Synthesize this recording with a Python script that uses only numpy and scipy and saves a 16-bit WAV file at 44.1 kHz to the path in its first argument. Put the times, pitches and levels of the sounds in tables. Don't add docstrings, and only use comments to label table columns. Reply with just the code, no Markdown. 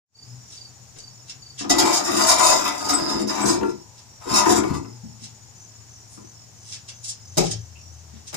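import sys
import numpy as np
from scipy import signal
from scipy.fft import rfft, irfft
from scipy.io import wavfile
from scipy.ndimage import uniform_filter1d

SR = 44100
rng = np.random.default_rng(int(sys.argv[2]) if len(sys.argv) > 2 else 0)


def output_pcm(signal):
    pcm = np.clip(np.atleast_2d(signal).T, -1, 1) * 32767
    wavfile.write(sys.argv[1], SR, np.round(pcm).astype(np.int16))


N = 368763
T = np.arange(N) / SR
HZ = np.fft.rfftfreq(8192, 1 / SR)

# (frequency [Hz], density [dB per Hz])
VOICE_SPECTRA = [
    [(30, -27.5), (60, -19), (110, -17.5), (160, -26), (205, -4.5), (238, -15.5), (270, 1.5), (305, -0.5),
     (337, 7), (400, -4.5), (480, -8.5), (700, -78)],
    [(350, -37), (520, -5.5), (640, 2.5), (800, -7), (980, 6), (1100, -4), (1260, -1), (1500, -8),
     (2000, -7.5), (2700, -14.5), (4000, -61)],
    [(1800, -19), (2900, -12), (3400, -11.5), (3780, -2.5), (4300, -8), (5100, 2.5), (6000, -1), (7200, 0),
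     (8300, -6), (9100, -8.5), (10500, -16.5), (13800, -11.5), (15500, -50)],
]


def amp(db):
    return 10 ** (np.asarray(db) / 20)


def evened(x):
    return x / np.sqrt(np.mean(x ** 2) + 1e-20)


def read(points, hz):
    f, value = np.transpose(points)
    return np.interp(np.log(hz + 1), np.log(f + 1), value)


def drift(hz):
    place = T * 2 * hz
    knots = rng.standard_normal(8192)
    return evened(np.interp(place, np.arange(len(knots)), knots))


def colour(x, db):
    log_gain = np.log(amp(np.r_[db, db[-2:0:-1]]))
    spectrum = np.exp(np.conj(signal.hilbert(log_gain)))
    taps = np.fft.ifft(spectrum).real[:len(HZ)]
    return signal.oaconvolve(x, taps / np.linalg.norm(taps))[:N]


def slips(per_s, spread_db):
    size = amp(spread_db * np.minimum(rng.exponential(1, N), 3.5))
    sign = rng.choice([-1, 1], N)
    happens = rng.random(N) < per_s / SR
    return evened(size * sign * happens)


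def blows(times, levels_db, chatter_s=0.0045):
    out, t = np.zeros(N), T[:1500]
    for s, db in zip(times, levels_db):
        burst = rng.standard_normal(len(t)) * np.sqrt(t) * np.exp(-t / chatter_s)
        burst *= amp(db) * np.sqrt(.02 * SR) / np.linalg.norm(burst)
        part = out[round(s * SR):][:len(t)]
        part += burst[:len(part)]
    return out


def pair(a, b):
    # (frequency [Hz], left-right likeness [0 to 1])
    likeness = [(60, 0.41), (400, 0.9), (950, 0.12), (1400, 0.033), (3000, 0.017)]
    same = np.clip(read(likeness, np.fft.rfftfreq(len(a), 1 / SR)), 0, 1)
    right = same * rfft(a) + np.sqrt(1 - same ** 2) * rfft(b)
    return np.array([a, irfft(right, len(a))])


def porch(x, direct=0.29, wet=0.92):
    # (frequency [Hz], 60 dB decay time [s])
    decay = [(80, 0.47), (300, 0.36), (1000, 0.34), (5000, 0.2), (14000, 0.063)]
    hz, t, z = signal.stft(rng.standard_normal((2, SR // 2)), SR, nperseg=256)
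    fading = amp(-60 * t / read(decay, hz)[:, None])
    tail = signal.istft(z * fading, SR, nperseg=256)[1]
    t = T[:tail.shape[1]]
    tail = pair(*tail) * (1 - np.exp(-t / 0.0002)) * np.cos(np.pi / 2 * t / t[-1]) ** 2
    tail *= wet / np.linalg.norm(tail[0])
    tail[:, 0] += direct
    tail[0] = np.roll(tail[0], 45)
    return signal.oaconvolve(x[None], tail, axes=1)[:, :N]


def ring(drive, hz, t60, swing=0):
    r = np.exp(-np.log(1000) / (t60 * SR))
    pole = r * np.exp(2j * np.pi * hz / SR)
    z = signal.lfilter([np.sqrt(2 * (1 - r ** 2))], [1, -pole], drive + 1e-15)
    lead = 2 * np.pi * hz * 45 / SR + swing
    return np.array([z.real, (z * np.exp(1j * lead)).real])


def garden(level_db=-49.5):
    # (frequency [Hz], density [dB per Hz])
    air_spectrum = [(25, -12), (50, -1), (95, 15.5), (160, 7), (260, -1.5), (520, -5.5), (800, -2),
                    (1400, -7.5), (3500, -11.5), (4600, -6.5), (5500, 1), (7100, -2.5), (9000, -14),
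                    (12000, -26.5)]
    air = pair(*(colour(rng.standard_normal(N), read(air_spectrum, HZ)) for _ in range(2)))
    return amp(level_db + 0.067 * drift(3)) * air


def crickets(trill_hz=6900, trill_db=-55, strokes_per_s=15.0, sweep_hz=70):
    # (first chirp [s], silent from [s], chirp every [s], chirp length [s],
    #  frequency [Hz], level [dB], wing strokes [1/s])
    chirpers = [(.135, 1.6, .425, .115, 4590, -46, 26), (.22, 7.5, 2.3, .16, 5170, -49, 40),
                (.38, 8, 1.85, .15, 5660, -48.5, 44), (1.08, 6.6, .655, .15, 5370, -50, 45),
                (5.55, 8.1, .335, .13, 6130, -48, 45)]
    chirp_rise_hz, chirp_spread_db = 40, 1.5
    whine_hz, whine_db = 14220, -71.5
    strokes = np.cumsum(strokes_per_s + 0.32 * drift(3.6)) / SR % 1
    waver = 55 * drift(220)
    pitch = trill_hz + sweep_hz * (2 * strokes - 1) + waver
    trill_level = amp(trill_db + 2 * drift(1.063))
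    song = trill_level * np.sin(np.pi * strokes) ** 2 * np.sin(2 * np.pi * np.cumsum(pitch) / SR)
    song += amp(whine_db) * np.sin(2 * np.pi * np.cumsum(whine_hz + waver) / SR)
    strength = amp(chirp_spread_db * drift(6.3))
    for first, until, every, length, hz, db, per_s in chirpers:
        for s in np.arange(first, until, every):
            on = (T >= s) & (T < s + length)
            wings = np.sin(np.pi * per_s * (T[on] - s)) ** 4 * signal.windows.tukey(on.sum(), .3)
            pitch = hz + chirp_rise_hz * np.linspace(-.5, .5, on.sum()) + waver[on]
            tone = np.sin(2 * np.pi * np.cumsum(pitch) / SR)
            song[on] += amp(db) * strength[on] * wings * tone
    return porch(np.sqrt(2) * song, direct=1.0, wet=.6)


def exhaust(hz, db, throb_db=1.0, waver_hz=3.88, octave_db=-20):
    turn = 2 * np.pi * np.cumsum(hz + waver_hz * drift(14.66)) / SR
    level = uniform_filter1d(amp(db + throb_db * drift(8.3)), size=1000)
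    return level * np.sqrt(2) * (np.sin(turn) + amp(octave_db) * np.sin(2 * turn))


def engine():
    # (time [s], firing rate [Hz], level [dB])
    hum = [(.1, 124.8, -66), (.34, 119.8, -39), (.5, 123, -58), (1.6, 123.3, -51.5), (4.1, 114, -58.5),
           (4.95, 113, -42.5), (5.4, 112.9, -53), (6.35, 114, -52.5), (8.36, 118.5, -55)]
    drone_from_s, drone_until_s, drone_fade_s, drone_db = 7.1, 8.36, 0.18, -46.5
    drone_hz, drone_sag_hz, drone_settle_s = 79.3, 42, 0.2
    s, hz, db = np.transpose(hum)
    age = np.maximum(T - drone_from_s, 0)
    fade = np.clip(np.minimum(age, drone_until_s - T) / drone_fade_s, 0, 1)
    drone_pitch = drone_hz + drone_sag_hz * np.exp(-age / drone_settle_s)
    drone = fade * exhaust(drone_pitch, drone_db)
    return exhaust(np.interp(T, s, hz), np.interp(T, s, db)) + drone


def scuffs():
    # (time of peak [s], rise [s], fall [s], level [dB], tilt above 500 Hz [dB per octave])
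    strokes = [(.53, .03, .06, -44, 0), (.961, 0.0029, 0.016, -44, -9), (0.987, 0.0089, 0.0067, -38.5, 3),
               (1.301, 0.013, 0.0048, -35, -3), (1.593, 0.0075, 0.019, -28, -3),
               (3.984, 0.017, 0.018, -46.5, -3), (5.242, 0.018, 0.014, -37, 0),
               (6.13, 0.022, 0.035, -45.5, 12), (6.702, 0.035, 0.012, -39.5, 2.5),
               (6.723, 0.0023, 0.022, -31, -1), (6.891, 0.0064, 0.0059, -33, -2.5),
               (7.043, 0.006, 0.015, -31.5, 5), (7.095, 0.012, 0.01, -26.5, 6.5),
               (7.466, 0.043, 0.016, -30.5, 0), (7.517, 0.0069, 0.0021, -20.5, 2.5),
               (8.16, 0.047, .03, -54, -9), (8.276, 0.0081, 0.016, -38, 1)]
    # (frequency [Hz], density before the tilt [dB per Hz])
    scuff_spectrum = [(200, -17), (900, -22.5), (1500, -12), (3200, -1.5), (4300, 0), (5400, 9), (7200, 3),
                      (9000, -3), (11000, -15), (15000, -43)]
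    grains, out = slips(4000, 4.5), np.zeros(N)
    octaves = np.log2(np.maximum(HZ, 500) / 500)
    for s, rise, fall, db, tilt_db in strokes:
        stroke = np.exp(np.maximum(np.minimum((T - s) / rise, (s - T) / fall), -20))
        out += colour(amp(db) * stroke * grains, read(scuff_spectrum, HZ) + tilt_db * octaves)
    return porch(out, direct=0.75, wet=0.99)


def squeaks(waver_hz=170):
    # (start [s], length [s], frequency [Hz], level [dB])
    whistles = [(1.573, 0.017, 3340, -39), (2.753, 0.58, 5020, -32), (2.926, 0.03, 7820, -16),
                (3.27, 0.035, 5060, -26.5), (3.41, 0.03, 7760, -23), (3.466, 0.052, 7800, -24),
                (7.748, 0.016, 2800, -44)]
    waver, out = waver_hz * drift(312.9), np.zeros(N)
    for s, length, hz, db in whistles:
        swell = np.sin(np.pi * np.clip((T - s) / length, 0, 1)) ** 2
        out += amp(db) * swell * np.sin(2 * np.pi * np.cumsum(hz + waver) / SR)
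    return porch(np.sqrt(2) * out)


def during(curves):
    levels = [np.interp(T, *np.transpose(rows), left=-200, right=-200) for rows in curves]
    return np.max(levels, axis=0)


def pulling():
    # (time [s], effort [dB])
    effort = [
        [(1.74, -22.5), (1.936, -25.5), (1.968, -34.5), (2.026, -32.5), (2.244, -18.5), (2.66, -27.5),
         (2.768, -32), (2.78, -26)],
        [(2.78, -35), (2.796, -32.5), (3.05, -30), (3.08, -34.5), (3.092, -25), (3.122, -31), (3.206, -31),
         (3.275, -59)],
        [(3.275, -47), (3.285, -29.5), (3.335, -28.5), (3.537, -29.5), (3.619, -54), (3.649, -37.5),
         (3.683, -57), (3.7, -29)],
        [(4.21, -48), (4.236, -37.5), (4.274, -37), (4.3, -28.5), (4.566, -22.5), (4.578, -33.5), (4.75, -34.5),
         (4.79, -51.5)],
    ]
    # (time [s], level [dB])
    judder = [
        [(1.74, -24), (1.854, -39), (2.008, -39.5), (2.102, -28), (2.78, -39)],
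        [(2.78, -43), (2.852, -30), (3.188, -25.5), (3.254, -30), (3.275, -39)],
        [(3.275, -37), (3.379, -29.5), (3.429, -21.5), (3.529, -25), (3.58, -36)],
        [(4.29, -32), (4.328, -24.5), (4.378, -39), (4.484, -19), (4.75, -31)],
    ]
    grit_knee_db, grit_growth, hop_loss = -30.5, 1.2, 0.3
    start_stop_s = 0.039
    effort_db, judder_db = during(effort), during(judder)
    hop_db = np.maximum(judder_db - effort_db, 0)
    grit_db = grit_knee_db + grit_growth * (effort_db - grit_knee_db) - hop_loss * hop_db
    return uniform_filter1d(amp([judder_db, effort_db, grit_db]), size=max(round(start_stop_s * SR), 1))


def bites():
    # (start [s], length [s], grit level [dB])
    bite_rows = [(1.695, 0.013, -13.5), (1.78, .016, -13), (1.927, 0.049, -22), (2.036, 0.026, -25),
                 (2.276, 0.043, -16.5), (2.428, 0.074, -16.5), (2.886, 0.021, -20), (3.273, 0.0079, -31),
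                 (3.454, 0.045, -22), (4.337, 0.049, -15.5), (4.499, 0.017, -21)]
    attack_s, release_s = 0.00067, 0.011
    force = np.zeros(N)
    for s, length, db in bite_rows:
        attack = np.clip((T - s) / attack_s, 0, 1)
        release = np.exp(-np.clip((T - s - length) / release_s, 0, 20))
        force += amp(db) * attack * release
    return force


def frame(drives):
    # (frequency [Hz], level against its drive before the frame's overall gain [dB], 60 dB decay time [s])
    frame_modes = [(272, -17, .12), (335, -14, .14), (613, -13, .18), (633, -16, .4), (727, -10, .2),
                   (805, -17, .18), (863, -14, .2), (906, -9, .2), (1005, -7, .17), (1040, -14, .15),
                   (1167, -11, .14), (1239, -10, .16), (1378, -11, .2), (1421, -17, .18), (1981, -19, .18),
                   (2588, -19, .14), (813, -35, 3), (866.7, -34, 3), (942, -32, 2), (963.6, -32, 2.5),
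                   (1001, -31, 2), (3770, -18, .08), (4970, -14, .09), (5170, -15, .06), (5458, -17, .08),
                   (6940, -12, .14), (7190, -18, .1), (8480, -22, .1), (9574, -18, .1), (11200, -27, .05)]
    out = np.zeros((2, N))
    for hz, db, t60 in frame_modes:
        drive = drives[np.searchsorted([480, 2800], hz)]
        coupling = evened(amp(3.5 * drift(4)))
        swing = min(hz / 1600, 2) ** 2 * drift(1)
        out += amp(db) * ring(drive * coupling, hz, t60, swing)
    return out


def shifting(x):
    z = signal.stft(x, SR, nperseg=512)[2]
    patches = uniform_filter1d(rng.standard_normal(z.shape), size=2, axis=0)
    patches = uniform_filter1d(patches, size=24, axis=1)
    gain = evened(amp(5.5 * np.clip(evened(patches), -2, 1.7)))
    return signal.istft(z * gain, SR, nperseg=512)[1][:N]


def moving_porch(x, turns_per_s=1.698):
    out = np.zeros((2, N))
    for k in range(3):
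        weight = np.sqrt(2 / 3) * np.cos(np.pi * (turns_per_s * T + k / 3))
        out += porch(x * weight)
    return out


def chair(flutter_db=3.0, frame_db=.5):
    # (time [s], judder level [dB], ring level [dB])
    knocks = [(1.606, -29.5, -40.5), (1.643, -27, -37.5), (1.7, -18.5, -22), (1.781, -20.5, -34),
              (1.828, -17.5, -29), (2.111, -29, -36), (3.134, -18, -48), (3.216, -21, -45),
              (3.245, -35, -48), (3.43, -17.5, -30), (3.611, -18, -37), (3.63, -27, -32), (4.256, -26, -61),
              (4.498, -21, -25), (4.566, -23, -31), (4.634, -27, -30.5), (4.743, -27, -43),
              (4.846, -37.5, -47), (6.174, -40, -52.5)]
    # (slips [1/s], spread of their size [dB], drive [dB],
    #  level of the dull unpitched body [dB])
    slip_rows = [(328.3, 4.5, -1, -0.5), (727.4, 3.5, -2, -3), (1755, 7.5, -2, -1)]
    bite_ring_db = -11.5
    s, judder_db, ring_db = np.transpose(knocks)
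    biting = bites() * slips(per_s=4000, spread_db=4)
    ring_accent = blows(s, ring_db) + amp(bite_ring_db) * biting
    accents = [blows(s, judder_db), ring_accent, biting]
    pressure = amp(flutter_db * drift(30))
    drives, body = [], []
    for force, accent, voice, row in zip(pulling(), accents, VOICE_SPECTRA, slip_rows):
        per_s, spread_db, drive_db, body_db = row
        drive = amp(drive_db) * force * pressure * slips(per_s, spread_db) + accent
        drives.append(drive)
        body.append(amp(body_db) * colour(drive, read(voice, HZ)))
    judder, clang, grit = body
    return moving_porch(judder + shifting(clang + grit)) + amp(frame_db) * frame(drives)


def steps():
    # (time [s], level [dB])
    footfalls = [(3.0, -38), (3.14, -41), (3.44, -30.5), (3.565, -32.5), (3.714, -44), (4.301, -33),
                 (4.637, -29.5), (4.695, -27.5), (4.755, -45), (4.83, -43), (5.03, -37), (5.211, -48),
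                 (6.17, -50), (8.128, -47.5)]
    # (frequency [Hz], density [dB per Hz])
    floor_spectrum = [(20, -40), (40, -20), (70, -5), (125, 0), (165, -2), (225, -1), (290, -12),
                      (450, -24), (1000, -42), (3000, -65)]
    thuds = blows(*np.transpose(footfalls), chatter_s=.009)
    return porch(colour(thuds, read(floor_spectrum, HZ)), direct=0.66, wet=0.92)


def seat(modes_db=-2.0):
    # (time [s], thump level [dB], clack level [dB])
    landings = [(7.37, -30.5, -28), (7.375, -19, -23), (7.38, -21, -20), (7.407, -26, -30),
                (7.436, -50, -40), (8.329, -34.5, -42), (8.342, -28.5, -30)]
    # (frequency [Hz], density [dB per Hz])
    thump_spectrum = [(20, -57), (40, -8), (100, -16), (160, 3.5), (230, -12), (340, 3), (480, -2),
                      (590, 0.5), (760, -2), (1000, -18), (1270, -12), (1600, -25), (2600, -18),
                      (5000, -80)]
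    # (frequency [Hz], level before modes_db is added [dB], 60 dB decay time [s])
    loaded_modes = [(167, -11, .2), (410, -13, .25), (606, -5, .18), (705, -19, .5), (764, -12, .22),
                    (872, -12, .18), (1245, -14, .15), (1405, -19, .14)]
    s, thump_db, clack_db = np.transpose(landings)
    push = blows(s, thump_db, chatter_s=0.00072)
    thump = colour(push, read(thump_spectrum, HZ))
    clack = colour(blows(s, clack_db), read(VOICE_SPECTRA[2], HZ))
    metal = sum(amp(db) * ring(push, hz, t60) for hz, db, t60 in loaded_modes)
    knock = porch(thump, direct=0.088, wet=1.0)
    return knock + amp(modes_db) * metal + porch(clack, direct=0.81, wet=0.63)


def booms():
    # (time of peak [s], width [s], frequency [Hz], level [dB])
    low_notes = [(7.47, 0.034, 171.7, -34.5), (7.56, 0.074, 109.7, -32.5)]
    out = np.zeros(N)
    for s, width, hz, db in low_notes:
        swell = np.exp(-np.minimum(((T - s) / width) ** 2, 20))
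        out += amp(db) * swell * np.sin(2 * np.pi * hz * T)
    return np.sqrt(2) * out


def scene():
    near = scuffs() + squeaks() + chair() + steps() + seat() + booms()
    return garden() + crickets() + engine() + near


def record(dry):
    # (frequency [Hz], left minus right [dB])
    balance = [(100, 7), (800, 5), (1400, 7), (1950, 1), (3000, 6), (4200, 2.5), (5100, -8.5), (6000, 1),
               (7100, 14.5), (8200, 3), (9300, -6), (14000, -12.5)]
    edge_hz = 15600
    lean_db = read(balance, np.fft.rfftfreq(N, 1 / SR))
    ports = amp(np.array([lean_db, -lean_db]) / 2)
    ports /= np.sqrt(np.mean(ports ** 2, 0))
    heard = irfft(rfft(dry) * ports, N)
    heard *= amp(np.interp(T, [0, .1, .17, .26], [-90, -36, -8, 0]))
    lowpass = signal.firwin(511, edge_hz, window=("kaiser", 9), fs=SR)
    return signal.oaconvolve(heard, lowpass[None], "same")


dry = scene()
out = record(dry)
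output_pcm(out)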